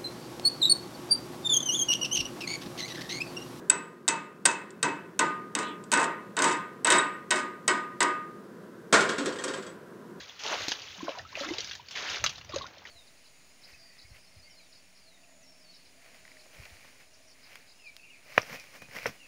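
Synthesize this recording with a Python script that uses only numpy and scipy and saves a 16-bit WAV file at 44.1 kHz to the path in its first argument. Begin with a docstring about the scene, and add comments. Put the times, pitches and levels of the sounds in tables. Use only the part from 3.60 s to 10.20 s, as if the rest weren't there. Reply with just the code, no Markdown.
"""Ventilation rushes in a hard-walled workshop while a chipping hammer knocks slag off a weld.
Twelve swings ring a steel plate clamped in a bench vice; some graze before they bite, a few squeal.
From the sixth swing on, the tip also drags and hops over the bead, grit crunches and a chip skitters.
Last, the hammer drops on the steel bench, where its coil handle rocks, rattles and jingles.
Blows are decaying modes, banded noise for crowded modes and echoes, and short noise bursts for contact."""
import sys
import numpy as np
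from scipy import signal
from scipy.fft import rfft, irfft, next_fast_len
from scipy.io import wavfile

SR = 44100
rng = np.random.default_rng(int(sys.argv[2]) if len(sys.argv) > 2 else 0)


def unload_audio(sound):
    """Save the sound as a 16-bit wav file, at the path given as the first command line argument."""
    columns = np.transpose(np.atleast_2d(sound))
    # keep every value between -1 and 1, then stretch to whole-number steps
    steps = np.round(np.clip(columns, -1, 1) * 32767)
    wavfile.write(sys.argv[1], SR, steps.astype(np.int16))


N = 291058

# Swings at the weld: [first touch t/s, delay until the bite t/s, knock level/dB, crack level/dB,
# ring brightness level/dB, place (about -1 high on the bead, 1 at its foot), vice and bench thud level/dB]
SWINGS = [(.098, 0.002, -32.5, -21, 1, -0.73, 1), (.479, 0.006, -29.5, -17.5, 2.5, -1.37, 4),
          (0.8544, 0.0051, -27, -13, 3, -1.17, 1), (1.228, 0.0011, -26, -20, -3.5, -1, 5),
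          (1.592, 0, -22.5, -17, -3, -0.35, 4.5), (1.951, 0, -27, -22, -7, -0.5, 4),
          (2.317, 0.02, -23, -19, -3, -0.42, -0.5), (2.767, 0.054, -23.5, -21.5, -1.5, -0.27, 1),
          (3.247, .0555, -21.5, -18, 3.5, 0.42, -2.5), (3.7063, 0.0035, -26.5, -21, 2, 0.92, -0.5),
          (4.078, 0.0013, -25, -20, 0.5, 0.93, 0.5), (4.405, 0, -21, -21.5, -2.5, 0.72, -2)]
# Tip drags over the bead: [start t/s, length t/s, ripple to ripple t/s, first knock level/dB,
# first crack level/dB, grit level/dB]
DRAGS = [(1.9883, 0.046, 0.046, -33, -31.5, -45), (2.373, 0.065, 0.03, -22.5, -30.5, -40),
         (2.842, 0.087, 0.034, -24.5, -23.5, -39.5), (3.3216, 0.048, .0305, -19.5, -20.5, -37.5),
         (3.758, .04, 0.029, -32.5, -32.5, -36)]
# Tip squeals on bare steel: [start t/s, length t/s, pitch f/Hz, level/dB, echo level/dB re squeal]
SKIDS = [(0.098, 0.0063, 7930, -11, -19.5), (0.853, 0.0054, 8240, -18, -19),
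         (3.246, 0.0061, 8045, -20, -26), (3.3827, 0.00784, 7960, -22, -13),
         (3.383, 0.023, 3776, -33, -4.5)]
# Small ticks, slag flakes and light rebounds of the tip: [t/s, relative level/dB]
SMALL_TICKS = [(.912, -31), (1.1054, -47), (2.239, -43.5), (2.4415, -27.5), (4.428, -20.5)]
# Modes of plate, vice and hammer head: [f/Hz, relative level/dB, decay t60/s,
# level/dB gained per unit of place down the bead]
STEEL_MODES = [(167.4, -23.5, 0.483, -3.5), (294.4, -15, 0.6, 0.5), (366.6, -10, 0.38, 5),
               (619.3, -18.5, 0.36, 6.5), (918, -8.5, 0.41, -4.5), (974, -7.5, 0.42, 0.5),
               (1038, -14, 0.56, -1.5), (1125, -20, 0.56, 6.5), (1497, -10, 0.51, 0), (1544, -13, 0.5, 1),
               (1668, -20, 0.44, 6), (1882, -14, 0.56, 3), (1913, -16, 0.13, 17.5), (2022, -15, .35, 1.5),
               (2190, -18, 0.34, 8.5), (2600, -14, 0.46, -4), (2646, -18.5, 0.13, 7.5),
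               (2900, -21, 0.25, 7), (3030, -16, 0.16, 6.5), (3745, -15, 0.23, 1.5), (5080, -24, .28, 4),
               (6030, -25.5, .26, -6), (6350, -28, 0.21, -13), (7100, -18, .25, -4.5),
               (7930, -12, 0.24, -2.5), (8480, -15, .18, -0.5)]
# Brief pings of the head while the tip is pressed on steel: [f/Hz, level/dB re crack, decay t60/s]
HEAD_PING = [(1530, -4.5, .035), (1900, -11.5, .045), (2596, -8, 0.036), (3090, -10, 0.019),
             (3745, -6, .035), (4740, -11, 0.02), (6400, -6.5, 0.019), (8400, -5.5, .04)]
# Hammer landing and rocking on the bench: [t/s, knock level/dB, crack level/dB]
LANDINGS = [(5.3255, -16.5, -13), (5.337, -17, -18), (5.405, -26, -44), (5.490, -28, -40),
            (5.5812, -31.5, -31), (5.6576, -32, -25), (5.7863, -39, -48), (5.8383, -35, -19),
            (5.879, -34.5, -36), (5.9364, -38, -44)]
# Weight rolling onto the handle: [t/s, part (-1 head, 1 handle), thud level/dB]
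HAMMER_PART = [(5.36, -0.86, -3.5), (5.49, -0.0023, -0.5), (5.6, 1, 5), (5.85, 0.87, -2)]
# Modes of bench top and coil handle: [f/Hz, relative level/dB, decay t60/s,
# level/dB gained when the handle touches, lost when the head does]
BENCH_MODES = [(205, -12, 0.21, -6.5), (281, -13.5, 0.44, 9), (391.4, -14, 0.7, 7.5), (516, -19, 0.85, 9),
               (668, -18, 0.47, -2), (1056, -19.5, 0.46, -9.5), (1340, -19, 0.49, -7),
               (1410, -13, 0.68, -1), (1610, -13, 0.52, 1), (1840, -10.5, 0.25, 0), (2290, -24, .3, -8),
               (2690, -29, 0.23, 8), (3230, -15, 0.19, 3), (3440, -20, .17, 6), (3720, -17, 0.18, 3),
               (4490, -16, 0.12, 3), (7000, -26, 0.16, 5.5), (7900, -20.5, 0.22, 11)]
# Noise colours of the crowded higher modes and their echoes: [f/Hz, relative density level/dB]
STEEL_WASH = [(40, -39), (100, -24.5), (170, -4.5), (330, 0.5), (500, -0.5), (780, -5.5), (1000, 1),
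              (2000, -3), (2500, -9.5), (5500, -16.5), (8200, -14), (9300, -33.5), (12000, -58.5),
              (15000, -42.5)]
BENCH_WASH = [(50, -41), (110, -12.5), (200, -2.5), (400, 6.5), (600, 0.5), (800, -7.5), (1050, 1.5),
              (1500, -2.5), (2500, -10.5), (5500, -14), (8000, -13.5), (9300, -26), (12000, -45),
              (15000, -49)]
# Noise colour of contact cracks, slag grains and small ticks: [f/Hz, relative density level/dB]
CRACK_COLOUR = [(60, -45.5), (200, -25.5), (700, -3.5), (1600, -10.5), (3000, -4.5), (5000, -5.5),
                (6500, -3), (8100, 4.5), (9300, -7), (11000, -21), (15000, -40)]
# Dying of the ring in the workshop: [f/Hz, decay t60/s]
RING_T60 = [(100, .45), (350, 0.46), (700, 0.49), (1200, 0.48), (2000, .55), (3500, 0.44), (6000, 0.292),
            (8500, 0.36), (13000, 0.29)]
# Noise colour of the ventilation: [f/Hz, relative density level/dB]
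AIR_COLOUR = [(12, -87), (20, -45), (90, -26.5), (109, -15.5), (202, -3), (306, -12), (342, -4), (427, -7),
              (881, -26.5), (985, -15), (1100, -21.5), (1540, -20.5), (2330, -35.5), (7730, -42.5),
              (15500, -48)]
# Level of the ventilation noise, dipping early and then recovering: [t/s, rms level/dB]
AIR_LEVEL = [(0, -44), (.4, -51), (2.2, -46), (3.6, -47), (6.6, -46)]

# a graze is weaker than the bite, and duller the earlier it comes
GRAZE_DB, GRAZE_DULLING_DB_PER_S = -1.5, 134
# a long approach skips once more, at this share of the delay
LONG_APPROACH_S, SKIP_SHARE = .015, .42
# loss from hop to hop along a drag; brightness added to (crack minus knock)
HOP_KNOCK_LOSS_DB, HOP_CRACK_LOSS_DB, HOP_BRIGHT_DB = 4, 17, -1.5
# the plate's long note; the swell then stretches this decay
PLATE_HZ, PLATE_T60, PLATE_SWELL_S = 1229, 0.47, 0.07
# the note's level re knock; it has a node high on the bead (place, width)
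NOTE_DB, NOTE_NODE, NODE_WIDTH = 4, -1.07, 0.57
# skittering chip: level of each partial before random spread, loss per bounce, pitch range
CHIP_S, CHIP_DB, CHIP_BOUNCE_S, CHIP_LOSS_DB = 2.028, -53, .021, 2
CHIP_LOW_HZ, CHIP_HIGH_HZ = 2000, 4400
# ring brightness when the head or the coil handle touches the bench
HEAD_BRIGHT_DB, HANDLE_BRIGHT_DB = 0.5, 0.5
# jingles of the loose coil between the knocks, dying down
JINGLE_START_S, JINGLE_S, JINGLES_PER_S = 5.59, .5, 25
JINGLE_DB, JINGLE_FADE_DB_PER_S = -43.5, 7
# coil turns: level of each partial re knock before random spread, pitch range, decay
COIL_DB, COIL_LOW_HZ, COIL_HIGH_HZ, COIL_T60 = -19, 1300, 10500, .2
CUTOFF_HZ = 15700
TAIL = np.arange(int(.8 * SR)) / SR  # the time axis of one decay, s


def chipping():
    """The hammer at work on the clamped plate: ring, contact, squeals and slag."""
    contacts, strokes = weld_contacts(), aim()
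    body = wash(contacts, strokes, STEEL_WASH, level_db=-2.7,
                rise_cycles=2.7, smear_s=0.0017, early_db=3.0, early_t60=0.13)
    modes = ringing(contacts, strokes, STEEL_MODES, level_db=2.2, scatter=.006, uneven_db=3.0,
                    rise_cycles=7.1, flutter_hz=17.4, direct_t60=0.28)
    contact = cracks(contacts, t60=0.018, rise_s=0.00061) + pings(contacts)
    return body + modes + contact + plate_note() + skids() + grit_and_ticks() + chip()


def weld_contacts():
    """Swings graze and bite, drags hop down the bead: rows of (s, knock dB, crack dB, brightness dB)."""
    rows = []
    for s, delay, knock_db, crack_db, bright_db, *_ in SWINGS:
        rows.append((s + delay, knock_db, crack_db, bright_db))
        grazes = []
        if delay > 0:
            grazes.append(0)
        if delay > LONG_APPROACH_S:
            grazes.append(SKIP_SHARE * delay)
        for after in grazes:
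            dull_db = GRAZE_DULLING_DB_PER_S * (delay - after)
            graze_crack_db = crack_db + GRAZE_DB - dull_db
            rows.append((s + after, knock_db + GRAZE_DB, graze_crack_db, bright_db - dull_db))
    for s, length, hop_s, knock_db, crack_db, _ in DRAGS:
        bright_db = HOP_BRIGHT_DB + crack_db - knock_db
        for k, after in enumerate(np.arange(0, length, hop_s)):
            hop_knock_db = knock_db - k * HOP_KNOCK_LOSS_DB
            hop_crack_db = crack_db - k * HOP_CRACK_LOSS_DB
            rows.append((s + after, hop_knock_db, hop_crack_db, bright_db))
    return rows


def aim():
    """Where the swings land and how hard they shake the vice: rows of (s, place, thud dB)."""
    return [(s + delay, place, thud_db) for s, delay, *_, place, thud_db in SWINGS]


def pings(contacts, level_db=1, uneven_db=3, scatter=.011, rise_cycles=1.5):
    """Every contact sets the hammer head ringing for an instant, each mode with a strength of its own."""
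    out = np.zeros(N)
    for s, _, crack_db, _ in contacts:
        chances = rng.uniform(-1, 1, (len(HEAD_PING), 2))
        for (hz, db, t60), (strength, detune) in zip(HEAD_PING, chances):
            t = TAIL[TAIL < t60]
            shape = dying(t60)[:len(t)] * (1 - np.exp(-t * hz / rise_cycles))
            tone = np.sin(2 * np.pi * hz * (1 + scatter * detune) * t) * shape
            gain = from_db(level_db + crack_db + db + uneven_db * strength)
            add(out, s, rng.choice([-1, 1]) * gain * tone)
    return without_bass(out)


def plate_note(struck=0.24):
    """The plate's long note starts with the bite and swells; a blow near its node barely wakes it."""
    out = np.zeros(N)
    swell = struck + 1 - np.exp(-TAIL / PLATE_SWELL_S)
    shape = swell * dying(PLATE_T60) * (1 + TAIL / PLATE_SWELL_S) / 2
    note = shape * np.sin(2 * np.pi * PLATE_HZ * TAIL)
    for s, delay, knock_db, _, _, place, _ in SWINGS:
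        reach = np.tanh((place - NOTE_NODE) / NODE_WIDTH)  # changes sign across the node
        add(out, s + delay, from_db(knock_db + NOTE_DB) * reach * note)
    return out


def skids(edge_s=0.00085, echo_t60=0.3, spread=.008):
    """Stick and slip drive one mode of the head as the tip slides; narrow noise is the room's echo."""
    out = np.zeros(N)
    for s, length, hz, db, echo_db in SKIDS:
        held = np.clip(np.minimum(TAIL, length - TAIL) / edge_s, 0, 1)
        squeal = np.sqrt(2) * held * np.sin(2 * np.pi * hz * TAIL)
        around = signal.butter(2, [hz * (1 - spread), hz * (1 + spread)], "band", fs=SR, output="sos")
        echo = signal.sosfilt(around, rng.standard_normal(len(TAIL)))
        echo = from_db(echo_db) * dying(echo_t60) * echo / echo.std()
        add(out, s, from_db(db) * (squeal + echo))
    return out


def grit_and_ticks(grains_per_s=250, uneven_db=4, grain_t60=0.023, echo_db=-22, echo_t60=0.23,
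                   low_hz=1500, high_hz=9500):
    """Slag breaks in random grains under the dragged tip, among small ticks: noise in decaying bursts."""
    energy = np.zeros(N)
    for s, length, *_, db in DRAGS:
        chance, sizes = rng.random(len(TAIL)), rng.standard_normal(len(TAIL))
        breaks = (chance < grains_per_s / SR) * (TAIL < length)
        add(energy, s, breaks * from_db(db + uneven_db * sizes) ** 2)
    for s, db in SMALL_TICKS:
        add(energy, s, from_db([db]) ** 2)
    grain = dying(grain_t60) + from_db(echo_db) * dying(echo_t60)
    envelope = np.sqrt(np.abs(signal.fftconvolve(energy, grain ** 2)[:N]))
    band = signal.butter(3, [low_hz, high_hz], "band", fs=SR, output="sos")
    return signal.sosfilt(band, envelope * noise(CRACK_COLOUR))


def chip(count=5):
    """A large chip of slag bounces over the vice, more faintly each time."""
    bounces = [(CHIP_S + k * CHIP_BOUNCE_S, CHIP_DB - k * CHIP_LOSS_DB) for k in range(count)]
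    return tinkle(bounces, CHIP_LOW_HZ, CHIP_HIGH_HZ, t60=.2, count=18)


def dropped_hammer():
    """The head slams on the bench top, then the coil handle rattles."""
    contacts = bench_contacts()
    body = wash(contacts, HAMMER_PART, BENCH_WASH, level_db=-0.5,
                rise_cycles=0.99, smear_s=0.0026, early_db=6.5, early_t60=0.046)
    modes = ringing(contacts, HAMMER_PART, BENCH_MODES, level_db=1.5, scatter=0.0252, uneven_db=5.5,
                    rise_cycles=0.82, flutter_hz=22.0, direct_t60=0.23)
    contact = from_db(-15) * cracks(contacts, t60=0.061, rise_s=0.0011)
    return body + modes + coil(contacts) + contact


def bench_contacts():
    """Rocking knocks and faint, uneven coil jingles: rows of (s, knock dB, crack dB, brightness dB)."""
    count = int(JINGLE_S * JINGLES_PER_S)
    after = (np.arange(count) + rng.random(count)) / JINGLES_PER_S
    jingle_db = JINGLE_DB - JINGLE_FADE_DB_PER_S * after
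    jingles = np.column_stack([JINGLE_START_S + after, jingle_db, jingle_db])
    s, knock_db, crack_db = np.vstack([LANDINGS, jingles]).T
    part = in_time(HAMMER_PART, s)[0]
    bright_db = np.interp(part, [-1, 1], [HEAD_BRIGHT_DB, HANDLE_BRIGHT_DB])
    return np.column_stack([s, knock_db, crack_db, bright_db])


def coil(contacts):
    """The turns of the handle ping anew at every touch once the weight lies on it."""
    touches = []
    for s, knock_db, *_ in contacts:
        if in_time(HAMMER_PART, s)[0] > 0:
            touches.append((s, knock_db + COIL_DB))
    return tinkle(touches, COIL_LOW_HZ, COIL_HIGH_HZ, COIL_T60, count=20)


def wash(contacts, strokes, spectrum, level_db, rise_cycles, smear_s, early_db, early_t60):
    """Countless modes and echoes merge into a noise tail; lows build up later, early treble is stronger."""
    out = np.zeros(N)
    times, knock_db, _, bright_db = np.transpose(contacts)
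    thud_db = in_time(strokes, times)[1]
    for hz, band in noise_bands(spectrum):
        rise = 1 - np.exp(-TAIL / (rise_cycles / hz + smear_s))
        early = 1 + from_db(early_db) * hardness(hz) * dying(early_t60)
        shape = dying(at_hz(RING_T60, hz)) * rise * early
        levels = level_db + knock_db + bright_db * hardness(hz) + thud_db * heaviness(hz)
        energy = np.zeros(N)  # overlapping tails add in power
        for s, db in zip(times, levels):
            add(energy, s, (from_db(db) * shape) ** 2)
        out += np.sqrt(energy) * band[:N]
    return out


def ringing(contacts, strokes, modes, level_db, scatter, uneven_db, rise_cycles, flutter_hz, direct_t60):
    """Contacts ring the modes their place favours; echoes replace the direct tone and make it flutter."""
    out, t = np.zeros(N), TAIL.astype(np.float32)
    times, knock_db, _, bright_db = np.transpose(contacts)
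    place, thud_db = in_time(strokes, times)[:2]
    lowpass = signal.butter(2, flutter_hz, fs=SR, output="sos")
    slow = signal.sosfilt(lowpass, rng.standard_normal((2, 2 * N)))
    echoes = (slow / slow.std() / np.sqrt(2)).astype(np.float32)
    direct = dying(direct_t60).astype(np.float32)
    reflected = np.sqrt(1 - direct ** 2)
    for hz, mode_db, t60, place_db in modes:
        shape = (dying(t60) * (1 - np.exp(-TAIL * hz / rise_cycles))).astype(np.float32)
        blow_db = knock_db + bright_db * hardness(hz) + thud_db * heaviness(hz)
        levels = level_db + mode_db + blow_db + place_db * place
        chances = rng.uniform(-1, 1, (len(times), 4))
        for s, db, (detune, strength, turn, path) in zip(times, levels, chances):
            start = int(abs(path) * N)  # a chance stretch of the slow flutter
            in_step, across = echoes[:, start:start + len(t)] * reflected
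            phase = np.float32(2 * np.pi * hz * (1 + scatter * detune)) * t + np.float32(np.pi * turn)
            tone = (direct + in_step) * np.sin(phase) + across * np.cos(phase)
            add(out, s, np.float32(from_db(db + uneven_db * strength)) * shape * tone)
    return out


def cracks(contacts, t60, rise_s):
    """The direct sound of each contact is a short burst of coloured noise."""
    out = np.zeros(N)
    shape = dying(t60) * (1 - np.exp(-TAIL / rise_s))
    for s, _, crack_db, _ in contacts:
        add(out, s, from_db(crack_db) * shape * noise(CRACK_COLOUR, size=len(TAIL)))
    return 2 * out


def tinkle(touches, low_hz, high_hz, t60, count, uneven_db=4):
    """A small loose piece rings chance pitches at each touch (s, dB), mostly in mid-range."""
    out, t = np.zeros(N), TAIL[TAIL < t60]
    for s, db in touches:
        # the mean of two draws favours the middle
        hz = low_hz * (high_hz / low_hz) ** rng.random((count, 2)).mean(axis=1, keepdims=True)
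        gains = from_db(db + uneven_db * rng.standard_normal(count))
        strength = gains * rng.choice([-1, 1], count)
        add(out, s, strength @ np.sin(2 * np.pi * hz * t) * dying(t60)[:len(t)])
    return without_bass(out)


def without_bass(x, low_hz=600):
    """Take the bass out: the pings and tinkles keep only their higher tones."""
    highpass = signal.butter(2, low_hz, "high", fs=SR, output="sos")
    return signal.sosfilt(highpass, x + 1e-18)  # the tiny offset avoids denormals


def hardness(hz, soft_hz=1300, hard_hz=7000):
    """Share of a blow's brightness at this pitch: contact hardness acts towards the treble."""
    return at_hz([(soft_hz, 0), (hard_hz, 1)], hz)


def heaviness(hz, low_hz=280, high_hz=700):
    """Share of a blow's thud at this pitch: weight behind the hammer acts towards the bass."""
    return at_hz([(low_hz, 1), (high_hz, 0)], hz)


def ventilation():
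    """Air rushes through the workshop as coloured noise whose level dips early and then recovers."""
    level_db, = in_time(AIR_LEVEL, np.arange(N) / SR)
    return from_db(level_db) * noise(AIR_COLOUR)


def noise(spectrum, size=N):
    """Noise of a given colour, rms 1."""
    length = next_fast_len(size)
    bins = rfft(rng.standard_normal(length))
    hz = np.arange(len(bins)) * SR / length
    x = irfft(bins * from_db(at_hz(spectrum, hz)), length)[:size]
    return x / x.std()


def noise_bands(spectrum, count=22):
    """Coloured noise split into log-spaced bands: (centre Hz, band)."""
    length = next_fast_len(N + len(TAIL), True)
    bins = rfft(noise(spectrum, size=length))
    hz = np.arange(len(bins)) * SR / length
    edges = np.geomspace(40, CUTOFF_HZ, count + 1)
    bands = []
    for lo, hi in zip(edges, edges[1:]):
        inside = (hz >= lo) & (hz < hi)
        bands.append((np.sqrt(lo * hi), irfft(bins * inside, length)))
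    return bands


def from_db(db):
    """Decibels to gain."""
    return 10 ** (np.asarray(db) / 20)


def at_hz(points, hz):
    """Read a table on a log-frequency axis."""
    knots, values = np.transpose(points)
    return np.interp(np.log(np.maximum(hz, 1)), np.log(knots), values)


def in_time(rows, s):
    """The columns of a table at time s."""
    times, *columns = np.transpose(rows)
    return [np.interp(s, times, column) for column in columns]


def dying(t60):
    """Exponential decay by 60 dB in t60 seconds, over one tail."""
    return np.exp(-np.log(1000) * TAIL / t60)


def add(track, s, sound):
    """Mix a sound in at time s."""
    start = max(int(round(s * SR)), 0)
    track[start:start + len(sound)] += sound[:N - start]


def scene():
    """Hammer work, dropped hammer and ventilation summed to one channel."""
    return (chipping() + dropped_hammer() + ventilation())[None]


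def record(dry, top=.85):
    """The recorder rounds the highest peaks and cuts the top treble."""
    rounded = dry / (1 + (dry / top) ** 4) ** (1 / 4)
    lowpass = signal.ellip(10, .2, 80, CUTOFF_HZ, fs=SR, output="sos")
    return signal.sosfilt(lowpass, rounded)


dry = scene()
out = record(dry)
unload_audio(out)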